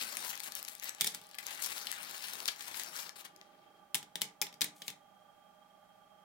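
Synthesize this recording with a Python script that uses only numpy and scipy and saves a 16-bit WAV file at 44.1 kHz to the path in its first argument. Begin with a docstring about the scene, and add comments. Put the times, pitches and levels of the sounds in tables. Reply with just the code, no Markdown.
"""Glass marbles are dropped onto a stemmed glass already full of them, on a tiled table in a small room.
A motor hums faintly throughout. Off to the left a hand rummages in what is likely a thin plastic bag,
which crinkles while marbles knock inside. At 1 s one marble falls onto the glass; the packed marbles
damp it to a short clink. After 3 s the rummaging gives way to a soft rub, likely a sleeve, and from
about 4 s a handful of marbles falls, grinds and settles, until only the motor and the air remain."""
import sys
import numpy as np
from scipy import signal
from scipy.fft import rfft, irfft
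from scipy.io import wavfile
from scipy.ndimage import uniform_filter1d

SR = 44100
rng = np.random.default_rng(int(sys.argv[2]) if len(sys.argv) > 2 else 0)


def output_pcm(signal):
    """Save a mono or channel-first signal as 16-bit PCM at the path in sys.argv[1].

    Samples are clipped to [-1, 1] before scaling.
    """
    pcm = np.clip(np.atleast_2d(signal).T, -1, 1) * 32767
    wavfile.write(sys.argv[1], SR, np.round(pcm).astype(np.int16))


N = 275163

# how hard the hand stirs in the bag: (time [s], effort [dB])
STIR_EFFORT = [(0, -42), (0.1, -45.5), (0.31, -44), (0.38, -54), (0.78, -58), (0.96, -60), (1.02, -50),
               (1.15, -52), (1.21, -61.5), (1.36, -62.5), (1.41, -54), (1.52, -45.5), (1.575, -48.5),
               (1.66, -44), (1.85, -47.5), (2.05, -47.5), (2.48, -46), (2.54, -56), (2.62, -47.5),
               (3.08, -51), (3.12, -71.5), (3.8, -74.5)]


def amp(db):
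    """Decibels to gain."""
    return 10 ** (np.asarray(db) / 20)


def unit(x):
    """Scales to rms 1."""
    return x / np.sqrt(np.mean(x ** 2) + 1e-20)


def curve_at(points, hz):
    """Reads a curve on a log-frequency axis."""
    freqs, values = np.transpose(points)
    return np.interp(np.log(hz + 1), np.log(freqs + 1), values)


def fader(points):
    """Gain envelope through (time [s], level [dB]) points, silent outside them."""
    return amp(np.interp(np.arange(N) / SR, *np.transpose(points), left=-np.inf, right=-np.inf))


def add(mix, start_s, sound):
    """Lays a sound into the mix."""
    part = mix[..., max(round(start_s * SR), 0):][..., :sound.shape[-1]]
    part += sound[..., :part.shape[-1]]


def convolve(x, taps):
    """Passes rows of sound through rows of taps."""
    return signal.oaconvolve(np.atleast_2d(x), np.atleast_2d(taps), axes=1)[:, :N]


def equalise(x, points, size=2048):
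    """Minimum-phase EQ along a dB curve, so that attacks stay sharp."""
    log_gain = np.log(amp(curve_at(points, abs(np.fft.fftfreq(size, 1 / SR)))))
    response = np.exp(np.conj(signal.hilbert(log_gain)))
    return convolve(x, np.fft.ifft(response).real)


def split(x, corner_hz):
    """Crossover into lows and highs, whose sum has a flat spectrum."""
    return [signal.sosfilt(signal.butter(3, corner_hz, kind, fs=SR, output="sos"), x)
            for kind in ("low", "high")]


def resonate(x, hz, q):
    """One resonant band-pass."""
    return signal.lfilter(*signal.iirpeak(hz, q, SR), x)


def stereo(left, other, likeness):
    """Blends two independent noises into a pair with the given correlation."""
    return np.array([left, likeness * left + np.sqrt(1 - likeness ** 2) * other])


def mono_bass(x):
    """Long waves reach both sides alike: both get the left side's lows."""
    low, high = split(x, corner_hz=520)
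    return low[0] + high


def wander(top_hz):
    """Smooth random modulation of rms 1."""
    t = np.arange(0, N + 128, 128) / SR
    drift = sum(np.sin(2 * np.pi * (hz * t + rng.random())) for hz in np.geomspace(top_hz / 10, top_hz, 24))
    return unit(np.interp(np.arange(N) / SR, t, drift))


def bursts(events, t60, likeness, pitch_db, pitch_q, crack=0, crack_t60=0.005):
    """Each contact is a tight, fast-dying swarm of tiny impacts, with an optional first crack."""
    t, out = np.arange(1500) / SR, np.zeros((2, N))
    envelope = amp(-60 * t / t60) + crack * amp(-60 * t / crack_t60)
    for start_s, db, treble_db, *pitch_hz in events:
        swarm = stereo(*(rng.standard_normal((2, len(t))) * envelope), likeness)
        low, high = split(swarm / np.linalg.norm(swarm, axis=1, keepdims=True), corner_hz=5000)
        burst = low + amp(treble_db) * high  # the shorter a contact, the more treble it has
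        if pitch_hz:
            burst += (amp(pitch_db) - 1) * resonate(burst, pitch_hz[0], pitch_q)
        add(out, start_s, amp(db) * burst)
    return out


def air(level_db=-71):
    """Soft, steady room tone, most alike on both sides in the midrange."""
    # colour of the air noise: (frequency [Hz], relative level [dB])
    air_eq = [(30, -12), (80, -8), (160, -2), (400, -4.5), (1000, -9), (1500, -8), (2200, -10), (4500, -16),
              (9000, -20), (15500, -19)]
    # likeness of left and right: (frequency [Hz], correlation [0-1])
    likeness = [(60, 0.097), (300, 0.44), (1000, 0.86), (3000, 0)]
    hz = np.fft.rfftfreq(N, 1 / SR)
    spectra = stereo(*rfft(rng.standard_normal((2, N))), curve_at(likeness, hz))
    return amp(level_db) * unit(irfft(spectra * amp(curve_at(air_eq, hz)), N))


def motor(shaft_hz=24.57, hum_db=-2, whir_left_db=-5, whir_right_db=3, flutter=0.14, waver=0.00048):
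    """Multiples of one shaft rate hum over a whir in the housing; the whole sound flutters."""
    # tones of the motor: (multiple of the shaft rate, relative level [dB], left minus right [dB])
    shaft_tones = [(7, -81, -3), (8, -81, -6), (10, -85, -9), (25, -78, -14), (26, -82, -11),
                   (30, -80, -10), (31, -79, -10), (32, -79, 1), (33, -69, -8), (34, -70, -17),
                   (48, -73, -5), (49, -75, -8), (51, -88, -5), (55, -84, 7), (130, -81, -10),
                   (131, -82, -10)]
    # resonances of its housing: (frequency [Hz], width of each filter pass [Hz], relative level [dB])
    housing_modes = [(194, 21, -82.5), (613.5, 80, -71.5), (768, 35, -78), (851, 56, -76.5),
                     (950, 35, -86.5), (1166, 60, -76), (1480, 270, -79.5), (3230, 85, -80.5)]
    turns = np.cumsum(shaft_hz * (1 + waver * wander(6.2))) / SR
    hum, whir = np.zeros((2, 2, N))
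    for multiple, db, pan_db in shaft_tones:
        pan = unit(amp([[pan_db / 2], [-pan_db / 2]]))
        hum += np.sqrt(2) * amp(db) * pan * np.cos(2 * np.pi * (multiple * turns + rng.random()))
    for hz, width_hz, db in housing_modes:
        band = resonate(rng.standard_normal((2, N)), hz, hz / width_hz)
        whir += amp(db) * unit(resonate(band, hz, hz / width_hz))
    whir *= amp([[whir_left_db], [whir_right_db]])
    return (amp(hum_db) * hum + whir) * (1 + flutter * wander(30))


def room(x, predelay_s=0.0032, build_s=0.0047, echoes_per_s=5000, patterns=3):
    """Dense reflections, each band dying at its own speed; their pattern shifts as hands and sources move."""
    # reverb time of the small room: (frequency [Hz], t60 [s])
    decay_times = [(150, 0.42), (1000, 0.4), (1900, 0.28), (3000, 0.2), (7000, 0.21), (15000, 0.12)]
    t = np.arange(SR // 2) / SR
    shape = (patterns, 2, len(t))
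    echoes = rng.standard_normal(shape) * (rng.random(shape) < echoes_per_s / SR)
    onset = np.clip((t - predelay_s) / build_s, 0, 1)
    hz, age_s, spectra = signal.stft(echoes * onset, SR, nperseg=256)
    decay = amp(-60 * age_s / curve_at(decay_times, hz)[:, None])
    tails = signal.istft(spectra * decay, SR, nperseg=256)[1]
    tails /= np.linalg.norm(tails, axis=2, keepdims=True)
    sends = np.array([wander(6) for _ in tails])
    sends /= np.linalg.norm(sends, axis=0)
    return sum(convolve(x * send, tail) for send, tail in zip(sends, tails))


def sleeve(centre_hz=345, width_hz=90):
    """A soft low rubbing, likely a sleeve, as the arm reaches over to the glass."""
    # swell of the rub: (time [s], level [dB])
    swell = [(3.1, -84), (3.3, -71), (3.8, -74), (3.95, -82)]
    rub = resonate(rng.standard_normal((2, N)), centre_hz, centre_hz / width_hz)
    return unit(rub) * fader(swell)


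def handling(attack_s=0.016, release_s=0.011, firm_db=-42.5, fizz_db_per_db=0.38):
    """Envelopes of rustle and fizz: the hand stirs and squeezes, and more effort sounds brighter."""
    # fingers squeeze a fold of the bag: (time [s], length [s], effort [dB], extra fizz [dB])
    squeezes = [(0.0, 0.008, -41, -7), (0.232, 0.08, -52, 10.5), (0.417, 0.062, -45, 1.5),
                (0.544, 0.05, -45.5, 2.5), (0.664, 0.071, -55.5, 7), (0.811, 0.078, -46.5, -0.5),
                (1.616, 0.055, -47, 4), (1.751, 0.029, -44.5, -1), (2.211, 0.064, -47.5, 0.5),
                (2.736, 0.065, -46, 3.5), (2.929, 0.097, -50.5, 8), (3.053, 0.024, -49, -2),
                (3.149, 0.067, -53.5, 6), (3.24, 0.017, -47, -1)]
    t = np.arange(N) / SR
    rustle_power, fizz_power = np.tile(fader(STIR_EFFORT) ** 2, (2, 1))
    for start_s, length_s, db, extra_db in squeezes:
        build = np.clip((t - start_s) / attack_s, 0, 1)
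        relax = np.exp(-np.maximum(t - start_s - length_s, 0) / release_s)
        grip = amp(db) * build * relax
        rustle_power += grip ** 2
        fizz_power += (amp(extra_db) * grip) ** 2
    rustle, fizz = np.sqrt([rustle_power, fizz_power])
    return rustle, fizz * (rustle / amp(firm_db)) ** fizz_db_per_db


def stir_moments(count, until_s=3.1):
    """Random moments of the stirring: (time [s], effort [dB], size [-1.2 to 1], tone [-1.2 to 1])."""
    jitter, size, tone = rng.uniform(-1.2, 1, (count, 3)).T
    times = (np.arange(count) + (1 + jitter) / 2) / count * until_s
    return zip(times, np.interp(times, *np.transpose(STIR_EFFORT)), size, tone)


def crumple(creases_per_s=4000, size_db=3.1, rub=0.39, surge_db=2, fold_db=2.06, chafe_db=1.5):
    """Thousands of tiny creases flip in surges while film rubs on film and marbles chafe inside."""
    rustle, fizz = handling()
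    sizes = amp(size_db * np.minimum(rng.exponential(1, N), 4.5))
    creases = unit(sizes * (rng.random(N) < creases_per_s / SR))
    left, other = creases * rng.choice([-1, 1], (2, N)) + rub * rng.standard_normal((2, N))
    right = np.where(rng.random(N) < 0.59, left, other)  # only some creases face both sides alike
    spectra = signal.stft(np.array([left, right]) * amp(surge_db * wander(140)), nperseg=256)[2]
    wide, narrow = uniform_filter1d(rng.standard_normal(spectra.shape), size=16, axis=2)
    folds = unit(uniform_filter1d(wide, size=12, axis=0))  # each fold has its own broad colour
    chafes = unit(uniform_filter1d(narrow, size=2, axis=0))  # brief narrow resonances
    spectra *= amp(fold_db * folds + chafe_db * chafes)
    grains = unit(signal.istft(spectra, nperseg=256)[1][:, :N])
    low, high = split(grains, corner_hz=4550)
    return amp(7) * rustle * low + amp(3.5) * fizz * high


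def crease_snaps():
    """Creases of the bag snap over, the lesser ones as strongly as the hand stirs."""
    # the loudest creases: (time [s], relative level [dB], treble [dB], pitch [Hz])
    big_snaps = [(0.0267, -25.5, 4, 3400), (0.126, -27, 3, 4000), (0.1702, -15, -4, 12300),
                 (0.3542, -35, 11.5, 5600), (0.3761, -24, -6, 14600), (0.3971, -33.5, 9, 8000),
                 (0.4025, -22, 3, 2000), (0.4353, -28, 2, 10300), (0.5211, -25, 1, 4100),
                 (0.5263, -34, -8, 14500), (0.5525, -32, 13.5, 14500), (0.6279, -27.5, 3.5, 14500),
                 (0.6495, -27, 2, 5400), (0.6849, -27.5, 6, 14500), (0.7516, -29.5, 0.5, 9400),
                 (0.7979, -36, 8, 6060), (0.8359, -33.5, 11, 3100), (0.8429, -35, 12, 14500),
                 (0.8931, -18.5, 0, 6700), (0.9485, -35, 3.5, 7900), (1.2683, -45.5, 5.5, 9050),
                 (1.3127, -29, -11, 9400), (1.3445, -24, -17, 3400), (1.3512, -30.5, -2, 14500),
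                 (1.409, -36, -3, 14500), (1.4668, -22.5, 3.5, 5800), (1.4842, -22, -12, 1990),
                 (1.5098, -27, -1, 3400), (1.6388, -25, 5, 11200), (1.6622, -19, -3, 12200),
                 (1.7002, -28, -3, 14500), (1.7292, -35, 0, 9000), (1.8698, -17, -9, 3460),
                 (1.9158, -18.5, 0, 10200), (1.926, -18, -4, 1970), (2.0308, -27, -1, 9400),
                 (2.2841, -24, -0.5, 2000), (2.3345, -27.5, 2.5, 14500), (2.4027, -22, 0.5, 2800),
                 (2.4566, -19.5, 2, 3700), (2.6235, -33, 4, 14500), (2.6813, -27, 5.5, 2000),
                 (2.7965, -17, -2, 2000), (2.8348, -26, 3, 13300), (2.8627, -30, -1, 4000),
                 (2.9646, -24.5, 0, 5560), (3.093, -22, -7, 7400), (3.2503, -32.5, 3, 2000),
                 (3.3623, -35.5, -4, 5170), (3.4131, -29.5, -16, 1980)]
    small_snaps = [(start_s, effort_db + 13 + 4.5 * size, 4 + 3 * tone)
                   for start_s, effort_db, size, tone in stir_moments(count=90)]
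    return amp(9) * bursts(big_snaps + small_snaps, t60=0.0066, likeness=0.17, pitch_db=7, pitch_q=3.9)


def bag_clinks(gain_db=22, spread_db=3, centre_hz=2300, octaves=0.98, overtone=2.4, t60=0.028):
    """Stirred marbles touch lightly, each touch a brief pair of partials at a pitch of its own."""
    t, out = np.arange(SR // 10) / SR, np.zeros((2, N))
    for start_s, effort_db, size, tone in stir_moments(count=75):
        phase = 2 * np.pi * centre_hz * 2 ** (octaves * tone) * t
        ping = (np.sin(phase) + np.sin(overtone * phase)) * amp(-60 * t / t60)
        add(out, start_s, amp(effort_db + gain_db + spread_db * size) * ping / np.linalg.norm(ping))
    return out


def bag(body_db=-7, room_left_db=-10, room_right_db=-17, right_lag_s=0.0002):
    """Rustle, snaps and knocking marbles, off to the left and partly shaded from the right side."""
    # marbles knock together in the bag, and from 2.6 s the film crinkles in short clumps: (time [s], relative
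    # level [dB], treble [dB], pitch [Hz])
    clack_hits = [(0.6804, -24, -10, 2300), (1.3851, -18.5, -5, 2040), (1.6218, -20.5, 2.5, 8100),
                  (1.6436, -19, -1.5, 4700), (1.8702, -21, -14, 3670), (2.4785, -15.5, 0, 4570),
                  (2.4836, -8, -26, 3200), (2.607, -23, -5, 2150), (2.675, -29, -5, 2200),
                  (2.743, -19.5, -12, 1100), (2.992, -21, -12, 970)]
    # faint glassy rings after each snap: (frequency [Hz], width [Hz], gain [dB])
    ting_modes = [(1702, 16, 9.5), (4500, 11, 3)]
    # colour of the bag: (frequency [Hz], gain [dB])
    film_eq = [(40, -32.5), (200, -11), (450, -11), (900, -0.5), (1250, 0), (1700, 2), (3000, 0),
               (4500, 1.5), (6500, 1.5), (11000, 1), (15500, -1)]
    # how the bag reaches the right side, with more bass and less treble: (frequency [Hz], gain [dB])
    shadow_eq = [(300, 13.5), (700, -10), (1300, -11), (4000, -6), (8000, -13.5), (15000, -16)]
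    snaps = crease_snaps()
    clacks = amp(12) * bursts(clack_hits, t60=0.036, likeness=0.17, pitch_db=5, pitch_q=2.6)
    tings = sum(amp(db) * resonate(snaps, hz, hz / width_hz) for hz, width_hz, db in ting_modes)
    body, tick = split(snaps + clacks, corner_hz=1946)  # such small things radiate long waves poorly
    left, right = equalise(crumple() + bag_clinks() + tings + tick + amp(body_db) * body, film_eq)
    right = np.pad(right, (round(right_lag_s * SR), 0))[:N]
    direct = np.vstack([left, equalise(right, shadow_eq)])
    return direct + amp([[room_left_db], [room_right_db]]) * room(left)


def grind(slips_per_s=6000):
    """A marble grinds over its neighbours before it slips into place."""
    # swell of the grinding: (time [s], level [dB])
    swell = [(4.745, -73), (4.768, -57.5), (4.79, -63.5), (4.85, -62), (4.877, -49), (4.89, -83)]
    slips = rng.standard_normal(N) * (rng.random(N) < slips_per_s / SR)
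    return unit(slips) * fader(swell)


def strikes(rebound_s=0.0073, knock_wall_db=-1):
    """Every contact in the glass: (time [s], level [dB], treble [dB], pitch [Hz], wall share [dB])."""
    # further single contacts in the glass, among them falls and rebounds at other gaps: (time [s], relative
    # level [dB], treble [dB], pitch [Hz])
    knocks = [(1.0446, -11, -0.5, 3500), (1.0624, -18.5, -1.5, 2550), (1.0696, -13.5, 1, 4300),
              (1.0735, -12, -0.5, 3730), (1.1467, -19.5, 0.5, 4200), (1.2147, -32.5, -5, 3500),
              (4.0283, -27.5, -6.5, 3700), (4.1559, -14.5, -6, 3350), (4.212, -26, -3.5, 3500),
              (4.2176, -8, -2, 3000), (4.467, -24.5, -10, 3700), (4.527, -32, -9, 3000),
              (4.5407, -34.5, -4.5, 5300), (4.62, -15, 3, 3900), (4.643, -20, 5.5, 2500),
              (4.8197, -21, -7, 3300), (4.8803, -14, -5, 4100), (4.8946, -30, -11, 3300),
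              (4.9018, -25.5, -2.5, 3700)]
    # a falling marble strikes and rebounds once: (time [s], relative level [dB], treble [dB], pitch [Hz],
    # share into the glass wall [dB], rebound gain [dB], rebound extra treble [dB], rebound pitch [Hz])
    drops = [(1.0097, -7.5, 1.5, 3500, -0.5, -6.5, -1.5, 2500), (3.945, -8, -2, 3150, 6, -4.5, 4.5, 3700),
             (4.4156, -8.5, -3, 5260, 10.5, -4.5, -1, 2250),
             (4.609, -13.5, -2.5, 5910, -4, 9.5, -4.5, 3750)]
    hits = [(*knock, knock_wall_db) for knock in knocks]
    for start_s, db, treble_db, hz, wall_db, stronger_db, brighter_db, rebound_hz in drops:
        hits.append((start_s, db, treble_db, hz, wall_db))
        hits.append((start_s + rebound_s, db + stronger_db, treble_db + brighter_db, rebound_hz, wall_db))
    return hits


def ring(modes, spread_db, wall_follow, level_follow, any_side):
    """Every strike rings the modes, each more or less strongly by where it lands."""
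    hz, db, t60 = np.transpose(modes)[:, :, None]
    t, out = np.arange(SR // 3) / SR, np.zeros((2, N))
    waves = np.exp(2j * np.pi * hz * t) * amp(-60 * t / t60)
    waves *= amp(db) / np.linalg.norm(waves.imag, axis=1, keepdims=True)
    for start_s, hit_db, _, _, wall_db in strikes():
        place, polarity, skew = rng.standard_normal((3, len(modes)))
        weight = amp(level_follow * hit_db + wall_follow * wall_db + spread_db * place)
        if any_side:
            weight *= np.sign(polarity)
        apart = np.exp(1j * skew * np.minimum(hz[:, 0] / 3000, 1))  # high modes reach the sides out of step
        add(out, start_s, (np.array([weight, weight * apart]) @ waves).imag)
    return out


def table_thump():
    """The table is struck only from above; even a soft contact carries the marble's weight."""
    # modes of the table under the glass's foot: (frequency [Hz], relative level [dB], t60 [s])
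    table_modes = [(153.3, -27.5, 0.2), (182.4, -25, .2), (203.3, -27.5, 0.29), (227, -27.5, .12),
                   (298.6, -27, 0.24), (397, -27.5, 0.11), (445, -29.5, .16)]
    return amp(-2) * ring(table_modes, spread_db=2.5, wall_follow=0, level_follow=0.66, any_side=False)


def glass_clink():
    """The glass is struck from any side and rings briefly, damped by the packed marbles."""
    # modes of the filled glass: (frequency [Hz], relative level [dB], t60 [s])
    glass_modes = [(854, -21, 0.045), (980, -30.5, .08), (2120, -27, .045), (3260, -26, 0.01),
                   (3570, -20, 0.11), (3420, -25, 0.018), (3870, -26, .04), (5180, -22, 0.01),
                   (5380, -20, 0.02), (7500, -25, 0.025), (10120, -24.5, 0.02), (12450, -24, .03),
                   (14220, -20.5, .03), (15450, -20.5, .02)]
    return amp(-2.5) * ring(glass_modes, spread_db=4, wall_follow=0.77, level_follow=0.78, any_side=True)


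def marble_clacks(grinding):
    """Glass hits and grinds on glass; each hit favours one broad band, set by the marbles that it meets."""
    # colour of a marble contact: (frequency [Hz], gain [dB])
    contact_eq = [(40, -32), (100, -28), (180, -21), (500, -18.5), (1500, -10), (2250, -0.5), (2700, -6.5),
                  (3400, -1), (4300, -4.5), (5200, -3), (7000, -1.5), (9500, -1), (11200, -3), (13000, -3),
                  (15500, -5)]
    clacks = bursts(strikes(), t60=0.03, likeness=0.34, pitch_db=7, pitch_q=4, crack=0.79)
    return equalise(amp(9) * clacks + grinding, contact_eq)


def falling_marbles(pan_db=2, thump_send_db=-1, room_db=-8.5, directions=3):
    """A blow runs through the packed marbles, rings the glass and thumps the table."""
    grinding = grind()
    clacks = [marble_clacks(grinding) for _ in range(directions)]  # the room hears several directions
    glass, thump = glass_clink(), table_thump()
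    sends = [(clack + glass + amp(thump_send_db) * thump)[0] for clack in clacks]
    reverb = sum(room(send) for send in sends) / np.sqrt(directions)
    direct = (clacks[0] + glass) * amp([[pan_db], [-pan_db]]) + thump
    # little sounds below the table's lowest mode
    return split(direct + amp(room_db) * reverb, corner_hz=135)[1]


def scene():
    """Marbles, bag and sleeve in stereo over a bed of motor and air."""
    return mono_bass(falling_marbles() + bag() + sleeve()) + motor() + air()


def record(dry):
    """A steep low-pass trims the very top of the treble."""
    low_pass = signal.firwin(255, 16100, window=("kaiser", 9), fs=SR)
    return signal.oaconvolve(dry, low_pass[None], "same")


dry = scene()
out = record(dry)
output_pcm(out)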